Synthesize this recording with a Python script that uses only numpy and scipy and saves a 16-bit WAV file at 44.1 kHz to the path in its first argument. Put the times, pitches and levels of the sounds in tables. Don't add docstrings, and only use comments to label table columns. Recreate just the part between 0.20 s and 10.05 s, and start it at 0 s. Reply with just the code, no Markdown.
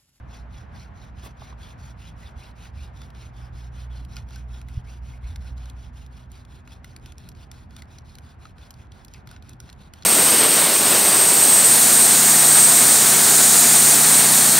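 import sys
import numpy as np
from scipy import signal
from scipy.fft import rfft, irfft
from scipy.io import wavfile

SR = 44100
rng = np.random.default_rng(int(sys.argv[2]) if len(sys.argv) > 2 else 0)


def store_wav(level_fs):
    pcm = np.round(np.clip(np.atleast_2d(level_fs), -1, 1) * 32767)
    wavfile.write(sys.argv[1], SR, pcm.T.astype(np.int16))


N = 434385
TIME = np.arange(N) / SR
HZ = np.maximum(np.fft.rfftfreq(N, 1 / SR), 1)

# (start [s], relative level [dB])
HAND_STROKES = [(-.17, -60), (.048, -54), (.265, -57), (.491, -55), (.715, -57.5), (.933, -53.5),
                (1.147, -54.5), (1.362, -52.5), (1.563, -53), (1.749, -55.5), (1.945, -54), (2.144, -54),
                (2.342, -53.5), (2.519, -55), (2.718, -55.5), (2.919, -54.5), (3.116, -57), (3.313, -55.5),
                (3.508, -55), (3.687, -56), (3.87, -54.5), (4.052, -56), (4.261, -56.5), (4.448, -56),
                (4.63, -55.5), (4.808, -56.5), (4.998, -56.5), (5.178, -56.5), (5.349, -57.5),
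                (5.535, -59.5), (5.718, -57), (5.891, -60), (6.081, -59.5), (6.26, -59.5), (6.434, -62),
                (6.614, -60.5), (6.795, -58), (6.953, -59.5), (7.13, -58.5), (7.292, -59.5), (7.479, -59),
                (7.657, -59.5), (7.826, -58), (8.001, -59.5), (8.169, -59.5), (8.342, -58.5),
                (8.528, -62.5), (8.692, -60.5), (8.869, -62), (9.04, -61.5), (9.207, -60), (9.377, -59.5),
                (9.553, -60), (9.712, -59), (9.88, -59)]
# (time [s], exponent of speed [-])
STROKE_PEAKING = [(0, 2.16), (1.3, 0.97), (5, 0.79), (7, 1.17)]
# (frequency [Hz], gain [dB])
LIGHT_RUB_EQ = [(500, -30), (800, -13), (1200, -1), (1850, 1.5), (2300, 4.5), (3400, 2.5), (4500, -0.5),
                (5500, 1.5), (6400, 1), (7600, -9), (9500, -4.5), (11500, -10), (13500, -13), (15400, -12)]
FIRM_RUB_EQ = [(500, 5), (800, 9.5), (1200, 4.5), (1850, 0.5), (2300, 2.5), (3400, 4), (4500, -0.5),
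               (5500, 0.5), (6400, 0), (7600, -4), (9500, -1.5), (11500, -6.5), (13500, -11), (15400, -7.5)]
def rubbing(level_db, chatter_db, creep, chafe_db, groan_db, sing_db, splinter_db):
    place = strokes_done()
    stroke = place.astype(int)
    rest = .05
    speed = np.sin(np.pi * np.clip((place % 1 - rest) / (1 - 2 * rest), 0, 1))
    firmness = np.clip((TIME - .8) / 5, 0, 1)
    light = friction(LIGHT_RUB_EQ, grains_per_s=1400, spread_db=-1, grain_share=.23)
    firm = friction(FIRM_RUB_EQ, grains_per_s=1200, spread_db=1, grain_share=.29)
    rub = grip(np.sqrt(1 - firmness) * light + np.sqrt(firmness) * firm, stroke)
    chafe = from_db(chafe_db) * chafing(speed, stroke, bend=.12, width_hz=120, spread_db=7.5)
    groan = from_db(groan_db + 9 * drift(5)) * rough_tone(1470, width_hz=130)
    sing = from_db(sing_db + 3.3 * drift(2.6)) * rough_tone(3480 * np.exp(.042 * drift(3)), width_hz=73)
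    splinter = from_db(splinter_db) * splinters(per_s=400, spread_db=9, edge_hz=6900)
    force_db = np.array(HAND_STROKES)[stroke, 1] + surges() + chatter_db * drift(32)
    peaking, = in_time(STROKE_PEAKING)
    swell = (creep + speed ** peaking) * from_db(force_db + level_db)
    return swell * (rub + speed * (chafe + sing) + groan + splinter)


def strokes_done():
    return np.interp(TIME, np.array(HAND_STROKES)[:, 0], np.arange(len(HAND_STROKES)))


# (time [s], boost [dB])
PRESSURE_ACCENTS = [(.15, 3.5), (.595, 1.5), (1.88, 3.5), (2.185, 0.5), (2.64, 3.5), (3.735, 2), (5.265, 2),
                    (6.53, 6.5), (7.74, 2.5), (8.08, -1), (8.45, -1), (8.6, 5)]
def surges(width_s=.015):
    return sum(db * bell(s, width_s) for s, db in PRESSURE_ACCENTS)


def friction(eq, grains_per_s, spread_db, grain_share):
    sizes = from_db(spread_db * np.minimum(rng.exponential(1, N), 4))
    born = rng.random(N) < grains_per_s / SR
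    grains = rms_one(rng.standard_normal((2, N)) * sizes * born)
    force = np.sqrt(grain_share) * grains + np.sqrt(1 - grain_share) * rng.standard_normal((2, N))
    gain = from_db(at_hz(eq)) * wood_gain() / np.sqrt(1 + (400 / HZ) ** 4)
    rasp_band = (HZ > 2500) & (HZ < 6500)
    return stereo(force, gain / np.sqrt(np.mean(gain ** 2 * rasp_band)), FRONT_IMAGE)


# (frequency [Hz], width [Hz], strength [dB])
WOOD_MODES = [(1442, 84, 9.5), (2494, 140, 2.5), (3473, 480, 2), (4090, 164, 6.5), (4540, 100, 3.5),
              (5430, 520, 1.5), (6800, 240, 6)]
def wood_gain():
    peaks = sum(from_db(db) ** 2 / (1 + (2 * (HZ - hz) / width) ** 2) for hz, width, db in WOOD_MODES)
    return np.sqrt(1 + peaks)


def grip(rub, stroke, grip_db=2.2, slide_db=2.2):
    centres, spacing = np.linspace(1800, 7000, 14, retstep=True)
    spectrum, out = rfft(rub), rub
    for hz in centres:
        band = irfft(spectrum * np.maximum(1 - abs(HZ - hz) / spacing, 0), N)
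        colour_db = grip_db * per_stroke(stroke) + slide_db * drift(14)
        out = out + band * (rms_one(from_db(np.minimum(colour_db, 5))) - 1)
    return out


def chafing(speed, stroke, bend, width_hz, spread_db):
    out = 0
    for home_hz in np.geomspace(2100, 5200, 11):
        hz = home_hz * np.exp(.04 * per_stroke(stroke) + bend * (speed - 1))
        out = out + rough_tone(hz, width_hz) * from_db(spread_db * np.minimum(drift(30), 2))
    return rms_one(out)


def splinters(per_s, spread_db, edge_hz):
    sizes = from_db(spread_db * np.minimum(rng.exponential(1, N), 3)) * rng.choice([-1, 1], (2, N))
    born = rng.random(N) < per_s / SR
    treble = 1 / np.sqrt((1 + (edge_hz / HZ) ** 12) * (1 + (HZ / 11500) ** 6))
    return rms_one(stereo(sizes * born, treble, FRONT_IMAGE))


# (time [s], relative crack level [dB], body re crack [dB], snap re crack [dB], ring pitch [Hz])
TIP_CATCHES = [(2.8171, -42, 2.5, -12, 3516), (2.9034, -50, -4, -8, 3120), (2.949, -53, 4, -15, 3030),
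               (3.8494, -45, -15, -7, 4670), (3.9586, -47, -12, -5, 4000), (3.967, -32, -5, -13, 5250),
               (4.0878, -51, -5, -7, 3550), (4.107, -48.5, 0, -10, 3880), (4.1591, -41, -16, -8, 5320),
               (4.4152, -45, -7, -9, 2430), (4.486, -50, -1, -3, 2410), (5.1595, -40, -1, -6.5, 3570),
               (5.3792, -47.5, -3, -13, 4070), (5.4566, -45, -4, -10, 4050), (5.4989, -43, -15, -6, 3400),
               (5.8637, -51, -12, -7, 3646), (6.1174, -52.5, -6, 3, 4440), (6.2506, -51, -11, -6, 3520),
               (6.4755, -49.5, 7.5, -7, 2410), (6.6447, -42.5, -3, -5, 3570),
               (6.7637, -40.5, -3.5, -5.5, 4800), (6.8596, -38, -20, -13, 5380),
               (6.9214, -44.5, -4.5, -9, 4540), (6.982, -45.5, -8, -4, 5600), (7.089, -40.5, -15, -3, 4490),
               (7.117, -51.5, -2, -14, 4540), (7.1496, -53, -4, -17, 4460), (7.315, -41.5, -1.5, -2, 3450),
               (7.508, -51.5, -2, -12, 4590), (7.565, -40, -5, -6, 3680), (7.6212, -40.5, -3, -8.5, 4420),
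               (7.7849, -41, -22, -11, 5730), (7.9535, -44, -14, -4, 4520), (7.9852, -43, -4, -5.5, 3083),
               (8.2545, -45.5, 2, -19, 4070), (8.3823, -47, -2, -14, 2950), (8.507, -41.5, -8, -2, 3180),
               (8.54, -47.5, -18, -9, 4590), (8.7197, -44.5, -20, -11, 3290),
               (8.8483, -43, -20, -3.5, 4074), (8.882, -45.5, -20.5, -10, 5110),
               (8.9376, -41.5, -14, -5, 4680), (8.9436, -45, -2, -17, 2530), (9.073, -40.5, -2, -9, 4420),
               (9.0907, -47, -17, -10, 3450), (9.1128, -42.5, -12.5, -4, 3420),
               (9.1636, -44.5, -3, -24, 3100), (9.2243, -47, -15, -9, 3240), (9.2935, -45.5, -6, 1, 4650),
               (9.333, -47.5, -15, -7, 3530), (9.4022, -37, -8.5, -6.5, 5580),
               (9.4912, -47.5, 4.5, -22, 4094), (9.4994, -43.5, -14, -7, 4130),
               (9.528, -42.5, -16, -8, 3640), (9.7365, -38, -6, -6, 2990), (9.8238, -39.5, -5, -24.5, 4080),
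               (9.8326, -42, -22, -17, 4480)]
# (low cut [Hz], high cut [Hz], decay [s], attack [s], trim [dB])
TICK_LAYERS = [(1150, 2580, 0.0013, 0.00018, -0.5), (2420.5, 6300, 0.00058, 0.00027, -1.5),
               (6040, 13800, 0.00042, .0002, 6)]
def ticks(level_db, tail_db, tail_s, ring_db, ring_s, echo_db, echo_s):
    t = TIME[:SR // 25]
    starts, crack_db, body_db, snap_db, ring_hz = np.vstack([TIP_CATCHES, faint_catches()]).T
    echo_delay = echo_s * np.exp(.13 * rng.standard_normal((len(starts), 1, 1)))
    since_echo = np.maximum(t - echo_delay, 0)
    rings = np.sin(2 * np.pi * np.outer(ring_hz, t)) * np.exp(-t / ring_s) * (1 - np.exp(-t / .0003))
    rings *= from_db(crack_db + ring_db)[:, None] / rings.std(axis=1, keepdims=True)
    clicks = rings[:, None] * [[1], [0]]
    layer_dbs = crack_db + body_db, crack_db, crack_db + snap_db
    for (low_hz, high_hz, decay, attack, trim_db), layer_db in zip(TICK_LAYERS, layer_dbs):
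        band = signal.butter(2, [low_hz, high_hz], "band", fs=SR, output="sos")
        envelope = 0
        for age, gain in (t, 1), (since_echo, from_db(echo_db)):
            fall = np.exp(-age / decay) + from_db(tail_db) * np.exp(-age / tail_s)
            envelope = envelope + gain * fall * (1 - np.exp(-age / attack))
        bursts = signal.sosfilt(band, rng.standard_normal(clicks.shape) * envelope)
        clicks += from_db(layer_db + trim_db)[:, None, None] * bursts / bursts.std(axis=2, keepdims=True)
    train = np.zeros((2, N + len(t)))
    for s, click in zip(starts, clicks):
        at = round(s * SR)
        train[:, at:at + len(t)] += click
    return from_db(level_db) * stereo(train[:, :N], wood_gain(), FRONT_IMAGE)


def faint_catches(worn_s=3.8, chance_growth_per_s=.1):
    place = strokes_done()
    chances = np.add.outer(np.arange(1, int(place[-1])), (.22, .8)).ravel()
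    shift, pitch, body, snap = rng.standard_normal((len(chances), 4)).T
    starts = np.interp(chances + .07 * shift, place, TIME)
    caught = rng.random(len(starts)) < chance_growth_per_s * (starts - worn_s)
    crack_db = np.where(caught, -62.5, -np.inf)
    return np.transpose([starts, crack_db, -10 + 1.5 * body, -15 + 1.5 * snap, 4000 * np.exp(.15 * pitch)])


# (time [s], relative level [dB], pitch [Hz], decay [s])
SOCKET_KNOCKS = [(3.967, -48, 1440, 0.009), (4.161, -44, 1520, 0.0075), (4.486, -47, 2040, .0025),
                 (6.645, -40.5, 2040, 0.0029), (7.621, -40.5, 2036, 0.0027), (8.254, -41, 1289, 0.0054),
                 (9.113, -45, 1450, 0.0071), (9.163, -50.5, 1515, 0.0064)]
def knocks(level_db):
    return struck_modes(SOCKET_KNOCKS, level_db)


# (time [s], relative level [dB], half-length [s], pitch [Hz], glide [octaves/s])
TIP_SQUEAKS = [(1.839, -58, 0.03, 2860, 5), (2.067, -55.5, 0.013, 3630, -3.5), (2.23, -53, 0.017, 2480, 6),
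               (2.6, -58, .022, 2480, 8), (3.345, -72, .014, 3450, 0), (3.725, -57.5, .012, 3300, -3.5),
               (4.688, -56, 0.016, 2400, 7), (4.724, -63, .01, 1480, 1), (4.94, -54, 0.0057, 2220, 0.5),
               (5.053, -55.5, 0.012, 2360, 6), (5.259, -59, 0.01, 1560, 8), (8.953, -53.5, .011, 2500, -13)]
def squeaks(level_db, width_hz):
    hz, level = np.zeros(N), np.zeros(N)
    for s, db, half_length, centre_hz, glide in TIP_SQUEAKS:
        near = abs(TIME - s) < 3 * half_length
        hz[near] = centre_hz * 2 ** (glide * (TIME[near] - s))
        level[near] = from_db(db + level_db) * bell(s, half_length)[near]
    return level * rough_tone(hz, width_hz)


# (time [s], level [dB], decay [s])
BOOT_SCUFFS = [(1.036, -44, 0.017), (1.061, -39, 0.0097), (1.078, -44, 0.006), (1.094, -59, 0.0054),
               (1.222, -39, 0.0054), (1.328, -45, 0.008)]
# (frequency [Hz], gain [dB])
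SOLE_EQ = [(150, -4), (300, 0), (450, -5), (650, -3), (900, -7), (1150, 1.5), (1400, -16), (1900, -16),
           (3500, -15), (9000, -58)]
def boot_scuffs(attack_s):
    touch = 0
    for s, db, decay in BOOT_SCUFFS:
        attack = np.clip((TIME - s) / attack_s + .5, 0, 1)
        touch = touch + from_db(db) * attack * np.exp(-np.clip((TIME - s) / decay, 0, 40))
    return stereo(touch * rng.standard_normal((2, N)), rms_one(from_db(at_hz(SOLE_EQ))), SURROUND_IMAGE)


def grit(at_s, level_db, width_s, grains_per_s):
    grains = rng.standard_normal((2, N)) * (rng.random(N) < grains_per_s / SR)
    low_cut = 1 / np.sqrt(1 + (900 / HZ) ** 2)
    return from_db(level_db) * bell(at_s, width_s) * rms_one(stereo(grains, low_cut, FRONT_IMAGE))


# (time [s], relative level [dB], pitch [Hz], decay [s])
BOOT_TAPS = [(1.2195, -34.5, 830, 0.0036), (1.3265, -36.5, 1000, 0.003)]
def boot_taps(level_db):
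    return struck_modes(BOOT_TAPS, level_db)


# (time [s], relative level [dB], pitch [Hz], decay [s])
SOFT_BUMP = [(9.288, -47.5, 300, 0.015)]
def bump(level_db):
    return struck_modes(SOFT_BUMP, level_db)


# (time [s], peak level [dB], pitch [Hz], half-length [s])
LOW_THUMPS = [(2.175, -28, 65, 0.012), (2.539, -29.5, 67.4, 0.017), (2.571, -32, 82, 0.016),
              (2.625, -25, 65.7, 0.013), (4.578, -16.5, 82.4, 0.004), (5.053, -26, 56.7, 0.014),
              (5.115, -26.5, 83.4, 0.016), (5.19, -27.5, 66.3, 0.0068)]
def thumps():
    return sum(from_db(db) * np.cos(2 * np.pi * hz * (TIME - s)) * bell(s, half_length)
               for s, db, hz, half_length in LOW_THUMPS)


# (time [s], firing rate [Hz], first order [dB], fourth order [dB], sixth order [dB])
ENGINE_SWELL = [(0, 59.77, -43.5, -65, -84), (1, 59.55, -46.5, -67, -79), (2.5, 59.76, -46.5, -63.5, -76),
                (3.2, 60.63, -39, -68, -72), (4.3, 60.8, -38, -65.5, -77.5),
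                (5.4, 61.43, -38, -63.5, -82.5), (6, 61.6, -45.5, -60, -75),
                (6.7, 61.78, -54.5, -62, -74.5), (9.85, 61.57, -63, -68.5, -71.5)]
# (frequency [Hz], gain [dB])
BOOM_EQ = [(20, -25), (33, -4), (43, 0), (56, 13), (80, -4), (160, -55), (600, -110)]
def engine(waver_db, wander):
    hz, first_db, fourth_db, sixth_db = in_time(ENGINE_SWELL)
    swell_db = first_db + 37.5
    second_db, boom_db = -45.5 + .79 * swell_db, -44.5 + swell_db
    phase = 2 * np.pi * np.cumsum(hz * (1 + wander * drift(3.3))) / SR
    orders = (1, first_db), (2, second_db), (4, fourth_db), (6, sixth_db)
    hum = sum(np.sqrt(2) * from_db(db + waver_db * drift(2.3)) * np.sin(k * phase) for k, db in orders)
    return hum + from_db(boom_db) * far_noise(BOOM_EQ)


# (time [s], rumble level [dB], hiss level [dB])
TRAFFIC_BED = [(0, -43.5, -52.5), (1.5, -44, -52.5), (4.2, -44, -55), (6, -45.5, -57), (9.85, -46, -57.5)]
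# (time [s], level [dB], pitch [Hz])
TRAFFIC_DRONE = [(5.5, -77, 336.3), (6.8, -59, 330), (8, -70, 324), (9.4, -65, 336.5)]
# (frequency [Hz], gain [dB])
RUMBLE_EQ = [(20, -48), (32, -18), (45, -2.5), (57, -7), (72, 2), (100, -4), (135, -6), (170, -10.5),
             (210, -12.5), (290, -20), (400, -28), (600, -34), (3000, -110)]
TYRE_EQ = [(250, -17.5), (420, -3.5), (560, -2.5), (700, 2.5), (1000, 0.5), (1250, -3), (1550, -3),
           (1900, -8), (2400, -12.5), (3400, -22.5), (5000, -31), (9000, -43.5), (15500, -47)]
def traffic(rumble_flutter_db, hiss_flutter_db):
    rumble_db, hiss_db = in_time(TRAFFIC_BED)
    drone_db, drone_hz = in_time(TRAFFIC_DRONE)
    rumble = far_noise(RUMBLE_EQ) * from_db(rumble_db + rumble_flutter_db * drift(9.8))
    hiss = far_noise(TYRE_EQ) * from_db(hiss_db + hiss_flutter_db * drift(6.8))
    return rumble + hiss + from_db(drone_db) * rough_tone(drone_hz, width_hz=92)


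def far_noise(eq):
    return rms_one(stereo(rng.standard_normal((2, N)), from_db(at_hz(eq)), SURROUND_IMAGE))


# (delay [s], level [dB])
PATIO_ECHOES = [(.0021, -34), (0.012, -23), (0.023, -24), (.034, -22.5)]
def patio(x):
    return x + sum(from_db(db) * np.pad(x, ((0, 0), (round(delay * SR), 0)))[:, :N]
                   for delay, db in PATIO_ECHOES)


# (frequency [Hz], phase [rad])
PORT_LEAD = [(1800, 0), (2600, 0.72), (4200, 0.52), (5600, 0.3), (6100, -1.1), (6700, -3.2), (7800, -3.2),
             (9500, -1.05), (10500, 0.4), (11800, 0.8), (12800, 1.9), (13500, 2.8), (14700, 3.1),
             (15600, 2.5)]
def ports(x):
    lead = np.interp(HZ, *np.transpose(PORT_LEAD))
    return irfft(rfft(x) * np.exp(.5j * lead * [[1], [-1]]), N)


# (frequency [Hz], left-right likeness [0 to 1])
FRONT_IMAGE = [(300, 0.6), (900, 0.95), (1500, 0.57), (2100, 1), (5500, 0.79), (6300, 0.62), (7100, 0.99),
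               (8000, 0.67), (9500, 0.83), (11300, 0.46), (13000, 0.98), (15000, 0.8)]
SURROUND_IMAGE = [(60, 0.87), (130, 0.91), (250, 0.67), (500, 0.2), (800, 0.053), (1300, 0), (2000, 0.54),
                  (5000, 0.55), (7000, 0), (15000, 0.27)]
def stereo(mid_side, gain, image):
    alike = at_hz(image)
    mid, side = rfft(mid_side) * gain
    return irfft(np.sqrt((1 + alike) / 2) * mid + np.sqrt((1 - alike) / 2) * side * [[1], [-1]], N)


def struck_modes(blows, level_db, attack_s=.00014):
    t, out = TIME[:SR // 10], np.zeros(N)
    for s, db, hz, decay in blows:
        at = round(s * SR)
        envelope = np.exp(-t / decay) * (1 - np.exp(-t / attack_s))
        out[at:at + len(t)] += from_db(db + level_db) * envelope * np.sin(2 * np.pi * hz * t)
    return out


def rough_tone(hz, width_hz):
    phase = 2 * np.pi * np.cumsum(hz + np.zeros(N)) / SR
    return (drift(width_hz) * np.cos(phase) + drift(width_hz) * np.sin(phase)) / np.sqrt(2)


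def drift(rate_hz):
    pole = np.exp(-2 * np.pi * rate_hz * 16 / SR)
    noise = rng.standard_normal(N // 16 + 2002)
    slow = signal.lfilter([1], [1, -2 * pole, pole * pole], noise)[2000:]
    return np.interp(np.arange(N) / 16, np.arange(len(slow)), rms_one(slow))


def per_stroke(stroke):
    return rng.standard_normal(stroke[-1] + 1)[stroke]


def bell(at_s, width_s):
    return np.exp(-np.minimum(((TIME - at_s) / width_s) ** 2, 80) / 2)


def in_time(rows):
    s, *columns = np.transpose(rows)
    return [np.interp(TIME, s, column) for column in columns]


def at_hz(points):
    hz, value = np.transpose(points)
    return np.interp(np.log(HZ), np.log(hz), value)


def from_db(db):
    return 10 ** (np.asarray(db) / 20)


def rms_one(x):
    return x / np.sqrt(np.mean(x ** 2) + 1e-20)


def scene():
    rub = rubbing(level_db=-2.5, chatter_db=1.83, creep=.035,
                  chafe_db=-3, groan_db=-18, sing_db=-14.5, splinter_db=-17)
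    catches = ticks(level_db=-17.5, tail_db=-28, tail_s=.0067, ring_db=-5.5, ring_s=.0014,
                    echo_db=-7.5, echo_s=.00203)
    drill = rub + patio(catches) + knocks(level_db=2.5) + squeaks(level_db=3.5, width_hz=200)
    far = traffic(rumble_flutter_db=1.5, hiss_flutter_db=1) + engine(waver_db=1.25, wander=.0029)
    boot = boot_scuffs(attack_s=.0016) + boot_taps(level_db=.5)
    crunch = grit(at_s=1.056, level_db=-46, width_s=.014, grains_per_s=2800)
    return ports(drill + crunch) + boot + bump(level_db=.5) + thumps() + far


# (frequency [Hz], left minus right [dB])
SIDE_BALANCE = [(100, -1.75), (380, -1), (700, -0.5), (2300, 1), (4400, 0)]
def record(dry, cutoff_hz=16300):
    tilted = irfft(rfft(dry) * from_db(at_hz(SIDE_BALANCE) * [[.5], [-.5]]), N)
    return signal.sosfilt(signal.ellip(10, .1, 80, cutoff_hz, fs=SR, output="sos"), tilted)


dry = scene()
out = record(dry)
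store_wav(out)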